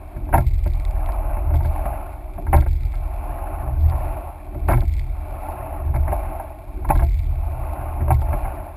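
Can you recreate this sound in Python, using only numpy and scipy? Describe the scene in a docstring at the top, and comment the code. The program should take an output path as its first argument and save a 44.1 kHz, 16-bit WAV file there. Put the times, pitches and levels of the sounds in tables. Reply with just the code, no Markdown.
"""Oars clunk in their oarlocks as a four-oared racing boat rows four strokes on calm water.
They knock hard at each finish (blades out) and more lightly at each catch (blades in).
The hull booms and shakes, with a dry crackle. A rush of seat wheels and water swells twice each
stroke as the crew slides. It is all heard through the hull, from inside a sealed case."""
import sys
import numpy as np
from scipy import signal
from scipy.fft import rfft, irfft
from scipy.io import wavfile
from scipy.ndimage import uniform_filter1d

SR = 44100
rng = np.random.default_rng(int(sys.argv[2]) if len(sys.argv) > 2 else 0)


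def log_audio(samples):
    """Write samples as a 16-bit WAV file to the path given in sys.argv[1]."""
    # one column per channel
    frames = np.atleast_2d(samples).T
    # limit to full scale, then quantise
    limited = np.clip(frames, -1, 1)
    pcm = np.round(limited * 32767).astype(np.int16)
    wavfile.write(sys.argv[1], SR, pcm)


N = 386316


def from_db(db):
    """Turn decibels into a gain to multiply by."""
    return 10 ** (np.asarray(db) / 20)


def rms_one(x):
    """Scale a sound so its average level (rms) is 1."""
    return x / np.sqrt(np.mean(x ** 2) + 1e-20)


def steady(x, span_s):
    """Even out the level over a short span; rms 1."""
    power = uniform_filter1d(x ** 2, max(int(span_s * SR), 2))
    return x / np.sqrt(np.abs(power) + 1e-20)


def together(*gains):
    """Unrelated pushes add in power."""
    return np.sqrt(sum(gain ** 2 for gain in gains))


def add(track, start_s, sound):
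    """Mix a sound into a track."""
    i = int(start_s * SR)
    track[i:i + len(sound)] += sound[:N - i]


def swells(starts, db, rise_db_per_s, hold_s, fall_db_per_s):
    """A gain that rises up to each start time, holds, then dies away."""
    t, level = np.arange(N) / SR, np.full(N, -200.)
    for start, top, hold, fall in np.broadcast(starts, db, hold_s, fall_db_per_s):
        before, after = np.maximum(start - t, 0), np.maximum(t - start - hold, 0)
        level = np.maximum(level, top - rise_db_per_s * before - fall * after)
    return from_db(level)


def coloured(x, spectrum):
    """Shape a sound's lows and highs by (pitch_hz, level_db) points, falling away past the ends."""
    hz, db = np.transpose(spectrum)
    log_hz = np.log(np.arange(N // 2 + 1) * SR / N + 1)
    beyond = np.abs(log_hz - np.clip(log_hz, np.log(hz[0]), np.log(hz[-1])))
    return irfft(rfft(x) * from_db(np.interp(log_hz, np.log(hz), db) - 99 * beyond), N)


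def ring(push, hz, ring_s):
    """A push sets one tone ringing; it fades by 60 dB in ring_s."""
    decay, angle = from_db(-60 / (ring_s * SR)), 2 * np.pi * hz / SR
    return signal.lfilter([0, np.sin(angle)], [1, -2 * decay * np.cos(angle), decay ** 2], push + 1e-18)


def shaken(tones, skirt):
    """Random forces keep tones ringing; a larger skirt spreads the force wider around each; rms 1."""
    out = 0
    for hz, width, db in tones:
        spread = 1 + skirt * width / hz
        band = signal.butter(2, [hz / spread, hz * spread], "band", fs=SR, output="sos")
        force = signal.sosfilt(band, rng.standard_normal(N + SR))
        tone = ring(force, hz, ring_s=np.log(1000) / (np.pi * width))[SR:]
        out = out + from_db(db) * steady(tone, span_s=0.4)
    return rms_one(out)


# The strokes; the first is already under way. Levels in all tables are relative.
# finish_s, catch_s, sway_db, sway_fade_db_per_s, boom_db, boom_fade_db_per_s,
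# catch_boom_db, crackle_length_s, catch_crackle_db
STROKES = [(-1.93, -0.65, -21, 18, -18, 36, -20, 0.35, -45),
           (0.336, 1.545, -18.2, 4.5, -19, 22, -15.5, 0.47, -40),
           (2.527, 3.79, -18.7, 12, -15.5, 42, -14.5, 0.41, -45),
           (4.685, 5.925, -17.2, 25, -16.5, 40, -17.5, 0.37, -52),
           (6.901, 8.12, -16.7, 18, -19.5, 13, -14.5, 0.35, -40)]
RECOVERY_AT_S, DRIVE_AT_S = 0.91, 1.55   # time after the finish


def crew_speed():
    """The crew slides up to the catch (the recovery), then pushes back with the legs (the drive)."""
    t = np.arange(N) / SR
    finish, catch, *_ = np.transpose(STROKES)[:, :, None]

    def hump(middle_s, width_s):
        return np.exp(-.5 * ((t - middle_s) / width_s) ** 2)

    recovery = hump(finish + RECOVERY_AT_S, width_s=0.285)
    drive = from_db(1.0) * hump(finish + DRIVE_AT_S, width_s=0.19)
    turning = 1 - 0.3 * hump(catch, width_s=0.07)   # the seats slow as they turn round
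    return (np.maximum(recovery, drive) * turning).max(axis=0)


def bubbling(per_s, size_db, wash):
    """Tiny bubbles and slaps of uneven size over a smooth hiss."""
    sizes = from_db(size_db * np.minimum(rng.exponential(1, N), 4)) * rng.choice([-1, 1], N)
    pops = sizes * (rng.random(N) < per_s / SR)
    return rms_one(pops) + wash * rng.standard_normal(N)


def plops(count, size_db, cycles, rise):
    """Larger bubbles come at random and ring briefly, each rising from its own pitch; rms 1."""
    out, t = np.zeros(N), np.arange(SR // 12) / SR
    for when, pitch, size in rng.random((count, 3)):
        hz = 620 * 4 ** pitch
        age = t * hz / cycles
        tone = np.sin(2 * np.pi * hz * t * (1 + rise * age))
        add(out, when * N / SR, from_db(size_db * size ** 3 - 60 * age) * tone / hz)
    return rms_one(out)


# The low rush of seat wheels and water, and the high fizz of spray: pitch_hz, level_db
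RUSH_COLOUR = [(300, -27.5), (450, -42), (510, -13), (570, -3.5), (635, 3.5), (780, -0.5), (880, 1),
               (975, -13.5), (1070, -4), (1200, -16), (1400, -15.5), (1520, -21), (1800, -27),
               (2600, -22.5)]
FIZZ_COLOUR = [(1300, -8.5), (1750, -13.5), (1950, -11), (2200, -1), (2380, 1.5), (2500, -9.5),
               (2660, -5.5), (2800, -20), (3050, -15.5), (4000, -16), (5000, -21), (5900, -26)]


def wheels_and_water(speed, rush_db, drawn_db, rest_db, fizz_db, splash_db, drip_db, plop_db):
    """A rush of seat wheels and water through the hull swells twice each stroke as the crew slides."""
    finish, catch, *_ = np.transpose(STROKES)
    # the blades nearing the finish
    drawn = swells(finish - 0.25, drawn_db, rise_db_per_s=40, hold_s=0.3, fall_db_per_s=110)
    rush_gain = together(speed * from_db(rush_db), drawn, from_db(rest_db))
    # spray falls back after the blades go in, and runs off them after they come out
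    splash = swells(catch + 0.19, splash_db, rise_db_per_s=170, hold_s=0.05, fall_db_per_s=45)
    drips = swells(finish + 0.3, drip_db, rise_db_per_s=15, hold_s=0.5, fall_db_per_s=40)
    fizz_gain = together(splash, drips, from_db(fizz_db))
    rush = rms_one(coloured(bubbling(per_s=1400, size_db=2.0, wash=0.92), RUSH_COLOUR))
    fizz = rms_one(coloured(bubbling(per_s=900, size_db=5.0, wash=1.0), FIZZ_COLOUR))
    bubbles = from_db(plop_db) * plops(count=1100, size_db=4.5, cycles=60, rise=0.089)
    return rush_gain * (rush + bubbles) + fizz_gain * fizz


# Low tones of the deck: pitch_hz, width_hz, level_db
DECK_TONES = [(205.7, 22, -2), (241.4, 40, -7.5), (300, 12.5, 3.5), (364, 11.5, 0.5), (384.7, 9.3, -5.5),
              (480, 81, -12.5)]


def deck_rumble(speed, rolling_db, rest_db, finish_rumble_db, catch_rumble_db, lead_s):
    """A low rumble follows the seats, swelling just before each finish as the oars turn and at the catch."""
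    finish, catch, *_ = np.transpose(STROKES)
    oars_turn = swells(finish - lead_s, finish_rumble_db, rise_db_per_s=110, hold_s=0.16,
                       fall_db_per_s=110)
    at_catch = swells(catch - lead_s, catch_rumble_db, rise_db_per_s=90, hold_s=0.13, fall_db_per_s=150)
    gain = together(speed * from_db(rolling_db), oars_turn, at_catch, from_db(rest_db))
    return gain * shaken(DECK_TONES, skirt=5.1)


# The sharpest ticks of the crackle: start_s, level_db
SHARP_TICKS = [(0.379, -39), (0.6424, -39), (0.6767, -42), (0.7357, -41), (0.8516, -37), (0.9099, -41),
               (1.0613, -44), (1.121, -38), (1.544, -43), (2.9551, -42), (3.8987, -39), (4.7228, -39),
               (4.939, -40.5), (4.9952, -39.5), (5.9635, -44), (6.8904, -41), (7.1893, -44), (8.145, -41)]
# The bright sound of a tick: pitch_hz, level_db
TICK_COLOUR = [(1600, -9.5), (2150, 12), (2500, 1), (2950, -5), (3500, 0), (5000, -4.5), (6000, -23.5),
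               (7000, -7.5), (8500, -7.5), (9700, -11.5), (10500, -20.5), (15000, -23.5)]


def crackle(shake, level_db, scatter_db, tick_db, tick_s):
    """Dry ticks come at the tips of the hull's swings after each finish and catch; a few stand out."""
    finish, catch, *_, length_s, catch_db = np.transpose(STROKES)
    blades_out = swells(finish, level_db, rise_db_per_s=500, hold_s=length_s, fall_db_per_s=250)
    first_in = swells(catch + 0.01, catch_db, rise_db_per_s=900, hold_s=0.025, fall_db_per_s=900)
    last_in = swells(catch + 0.085, catch_db, rise_db_per_s=900, hold_s=0.035, fall_db_per_s=400)
    strain = together(blades_out, first_in, last_in)
    swing = np.abs(steady(shake, span_s=0.45))
    tips = signal.find_peaks(swing, distance=SR // 250)[0]
    force = np.zeros(N)
    force[tips] = (strain * swing)[tips] * from_db(scatter_db * rng.uniform(-1, 1, len(tips)))
    for start_s, db in SHARP_TICKS:
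        force[int(start_s * SR)] += from_db(db + tick_db)
    # each tick is a tiny burst of fading noise
    bursts = signal.lfilter([1], [1, -np.exp(-1 / (tick_s * SR))], force + 1e-18)
    return coloured(bursts * rng.standard_normal(N), TICK_COLOUR)


# The hull's very deep sway and its boom just above: pitch_hz, width_hz, level_db
SWAY_TONES = [(34.14, 3.7, -1.5), (51.1, 13, -2.5)]
BOOM_TONES = [(76.13, 6.9, 0), (122.6, 7.5, -9.5)]


def hull(speed, catch_sway_db, rest_sway_db, rest_boom_db, sliding_boom_db, lag_s, top_hz=140):
    """The long thin hull bends as the crew works, shaking after each finish and again from the catch."""
    finish, catch, sway_db, sway_fade, boom_db, boom_fade, catch_db, _, _ = np.transpose(STROKES)
    # once in the water, the blades calm the shake from the last finish
    free = swells(finish, 0, rise_db_per_s=20, hold_s=catch - finish, fall_db_per_s=45)
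    finish_sway = swells(finish + lag_s, sway_db, rise_db_per_s=55, hold_s=0.06, fall_db_per_s=sway_fade)
    until_drive_s = finish + DRIVE_AT_S - catch
    catch_sway = swells(catch, catch_sway_db, rise_db_per_s=50, hold_s=until_drive_s, fall_db_per_s=75)
    sway_gain = together(free * finish_sway, catch_sway, from_db(rest_sway_db))
    finish_boom = swells(finish + lag_s, boom_db, rise_db_per_s=100, hold_s=0.04, fall_db_per_s=boom_fade)
    catch_boom = swells(catch, catch_db, rise_db_per_s=90, hold_s=0.08, fall_db_per_s=84)
    sliding_boom = speed * from_db(sliding_boom_db)
    boom_gain = together(free * finish_boom, catch_boom, sliding_boom, from_db(rest_boom_db))
    sway = sway_gain * steady(shaken(SWAY_TONES, skirt=1.3), span_s=0.12)
    boom = boom_gain * steady(shaken(BOOM_TONES, skirt=1.8), span_s=0.14)
    # bending is slow, so only the bass is kept
    return signal.sosfiltfilt(signal.butter(6, top_hz, fs=SR, output="sos"), sway + boom)


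def struck(tones, chatter_s, scatter_db=2.0, detune=0.0073):
    """One blow: loose parts chatter briefly, ringing each tone with its own strength; peak rms 1."""
    t = np.arange(SR // 6) / SR
    pressure = t ** 2 * np.exp(-t / chatter_s)
    out = 0
    for hz, db, ring_s in tones:
        push = (rng.random(len(t)) - .5) * pressure
        # the load on the rigger shifts each pitch a little from blow to blow
        tone = ring(push, hz * (1 + detune * rng.standard_normal()), ring_s)
        out = out + from_db(db + scatter_db * rng.standard_normal()) * tone / np.abs(tone).max()
    return out / np.sqrt(uniform_filter1d(out ** 2, size=SR // 70).max())


# Blows of the oars in the oarlocks: start_s, level_db, hardness_db (more knock, less clunk),
# collar_db (more clack), weight_db (more hull)
OAR_BLOWS = [(0.158, -43, -9, -8, 8), (0.286, -39, 4, -18, 0), (0.325, -25, -5, -4, -9),
             (0.336, -16, 9, -12, -10), (0.348, -19, 6, -13, -2), (0.374, -23, 0, -6, -1),
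             (0.404, -42, 0, -8, 8), (0.655, -35.5, -9, -9, 6), (1.086, -34, 0, -12, -9),
             (1.364, -32.5, -3, -13, -12), (1.502, -35, -4, -14, -12), (1.536, -32, -3, -10, 0),
             (1.603, -36, 6, -12, 1), (1.644, -33.5, -2, -8, -4), (1.756, -33, 5, -14, -17),
             (1.854, -30, -7, -20, -20), (2.376, -35.5, -7, -18, -1), (2.464, -40.5, 14, -1, -2),
             (2.527, -17, 7, -7, -9), (2.538, -18, 1, -11, -4), (2.572, -31.5, -5, -6, 3),
             (2.618, -38, -4, -3, -2), (2.659, -35, -10, -8, -1), (2.935, -45, 10, -1, -7),
             (3.673, -36, -6, -19, -3), (3.919, -35, 9, -11, -11), (4.542, -38, -5, -15, 6),
             (4.683, -18.5, 0, -11, -4), (4.695, -24.5, -4, -7, 3), (4.709, -27, 10, -4, -1),
             (4.729, -25.5, 1, -3, 2), (4.771, -35, 1, -6, 1), (4.813, -37, -2, -10, 5),
             (5.482, -32.5, 7, -22, -10), (5.938, -33, 3, -8, -6), (5.955, -32, -4, -6, 0),
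             (6.075, -31.5, 2, -6, -6), (6.118, -22.5, -1, -18, -9), (6.395, -34, 11, -10, -14),
             (6.845, -36, 12, -10, -8), (6.888, -31, 0, -6, -1), (6.899, -14.5, 6, -13, -11),
             (6.949, -35, 6, -3, 6), (6.99, -34, 5, -3, 0), (7.018, -29.5, -3, -12, 1),
             (8.002, -35.5, -5, -8, 6), (8.077, -30, -9, -14, -2), (8.102, -21, 14, -10, -5),
             (8.215, -32, 2, -20, -14), (8.284, -36, -6, -20, -13), (8.325, -28.5, -1, -8, -1),
             (8.449, -38, 14, -2, -4)]
# What rings after a blow: pitch_hz, level_db, ring_s
KNOCK_TONES = [(779, 1.5, 0.062), (873, 0.5, 0.068), (920, -6, 0.11), (995, -6, 0.046), (1063, -12.5, 0.13)]   # the rigger (the arm holding the oarlock), hull and case
CLUNK_TONES = [(593.6, 5.5, 0.084), (681.2, -0.5, 0.13)]   # the hollow oarlock
CLACK_TONES = [(1335, 3.5, 0.07), (1367, 4.5, 0.084), (1578, 2.5, 0.046), (1627, 7, 0.041),
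               (1789, -4.5, .08), (1961, -6, 0.12), (2080, 3.5, 0.024), (2186, 1.5, 0.083),
               (2296, -1.5, 0.075), (2560, -7.5, 0.066)]   # the collar round the oar
BODY_TONES = [(200, -1, 0.14), (235, -0.5, 0.089), (309.6, -1.5, 0.24), (348, 5.5, 0.14), (395, -2.5, 0.14)]   # the hull's low ring


def oarlocks(knock_db, clunk_db, clack_db, body_db, thump_db, thump_ring_s, hull_lag, ceiling):
    """Each blow knocks the rigger, clunks the oarlock, clacks the collar and thumps into the hull."""
    out = np.zeros(N)
    thump_tones = [(hz, 0, thump_ring_s) for hz, _, _ in BOOM_TONES]
    for start_s, db, hardness_db, collar_db, weight_db in OAR_BLOWS:
        chatter_s = 0.0022 * from_db(0.2 * weight_db)   # heavier blows chatter longer
        add(out, start_s, from_db(db + hardness_db / 2 + knock_db) * struck(KNOCK_TONES, chatter_s))
        add(out, start_s, from_db(db - hardness_db / 2 + clunk_db) * struck(CLUNK_TONES, chatter_s))
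        add(out, start_s, from_db(db + collar_db + clack_db) * struck(CLACK_TONES, chatter_s))
        slow_s = chatter_s * hull_lag   # the heavy hull takes up the blow more slowly
        add(out, start_s, from_db(db + weight_db + body_db) * struck(BODY_TONES, slow_s))
        add(out, start_s, from_db(db + weight_db + thump_db) * struck(thump_tones, slow_s))
    out = ceiling * np.tanh(out / ceiling)   # round off the hardest blows
    # boat and case pass little between the body and clunk tones, and little treble
    out = signal.lfilter(*signal.iirnotch(478, Q=2.3, fs=SR), out)
    return signal.sosfilt(signal.butter(10, 2870, fs=SR, output="sos"), out)


def sample_and_hold(x, rate_hz=12000):
    """A slow converter holds each sample, adding a faint, high mirror image of the sound."""
    slow = signal.resample_poly(x, rate_hz, SR)
    return signal.resample_poly(np.repeat(slow, 4), SR, 4 * rate_hz)[:N]


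def scene():
    """Everything reaches one microphone through the boat; open water gives no echo."""
    speed = crew_speed()
    shake = hull(speed, catch_sway_db=-23.5, rest_sway_db=-41, rest_boom_db=-40,
                 sliding_boom_db=-34.5, lag_s=0.04)
    knocks = oarlocks(knock_db=0.5, clunk_db=2.0, clack_db=-0.5, body_db=-2.3, thump_db=5.3,
                      thump_ring_s=0.13, hull_lag=1.94, ceiling=0.65)
    rumble = deck_rumble(speed, rolling_db=-44, rest_db=-51, finish_rumble_db=-40,
                         catch_rumble_db=-43, lead_s=0.12)
    rush = wheels_and_water(speed, rush_db=-33.5, drawn_db=-46.2, rest_db=-57, fizz_db=-60,
                            splash_db=-55, drip_db=-59.5, plop_db=-10)
    ticks = crackle(shake, level_db=-41.5, scatter_db=5, tick_db=10, tick_s=0.0011)
    return (sample_and_hold(shake + knocks + rumble + rush) + ticks)[None]


def record(dry):
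    """Cut the very highest treble."""
    return signal.sosfilt(signal.ellip(10, .2, 80, 15300, fs=SR, output="sos"), dry)


dry = scene()
out = record(dry)
log_audio(out)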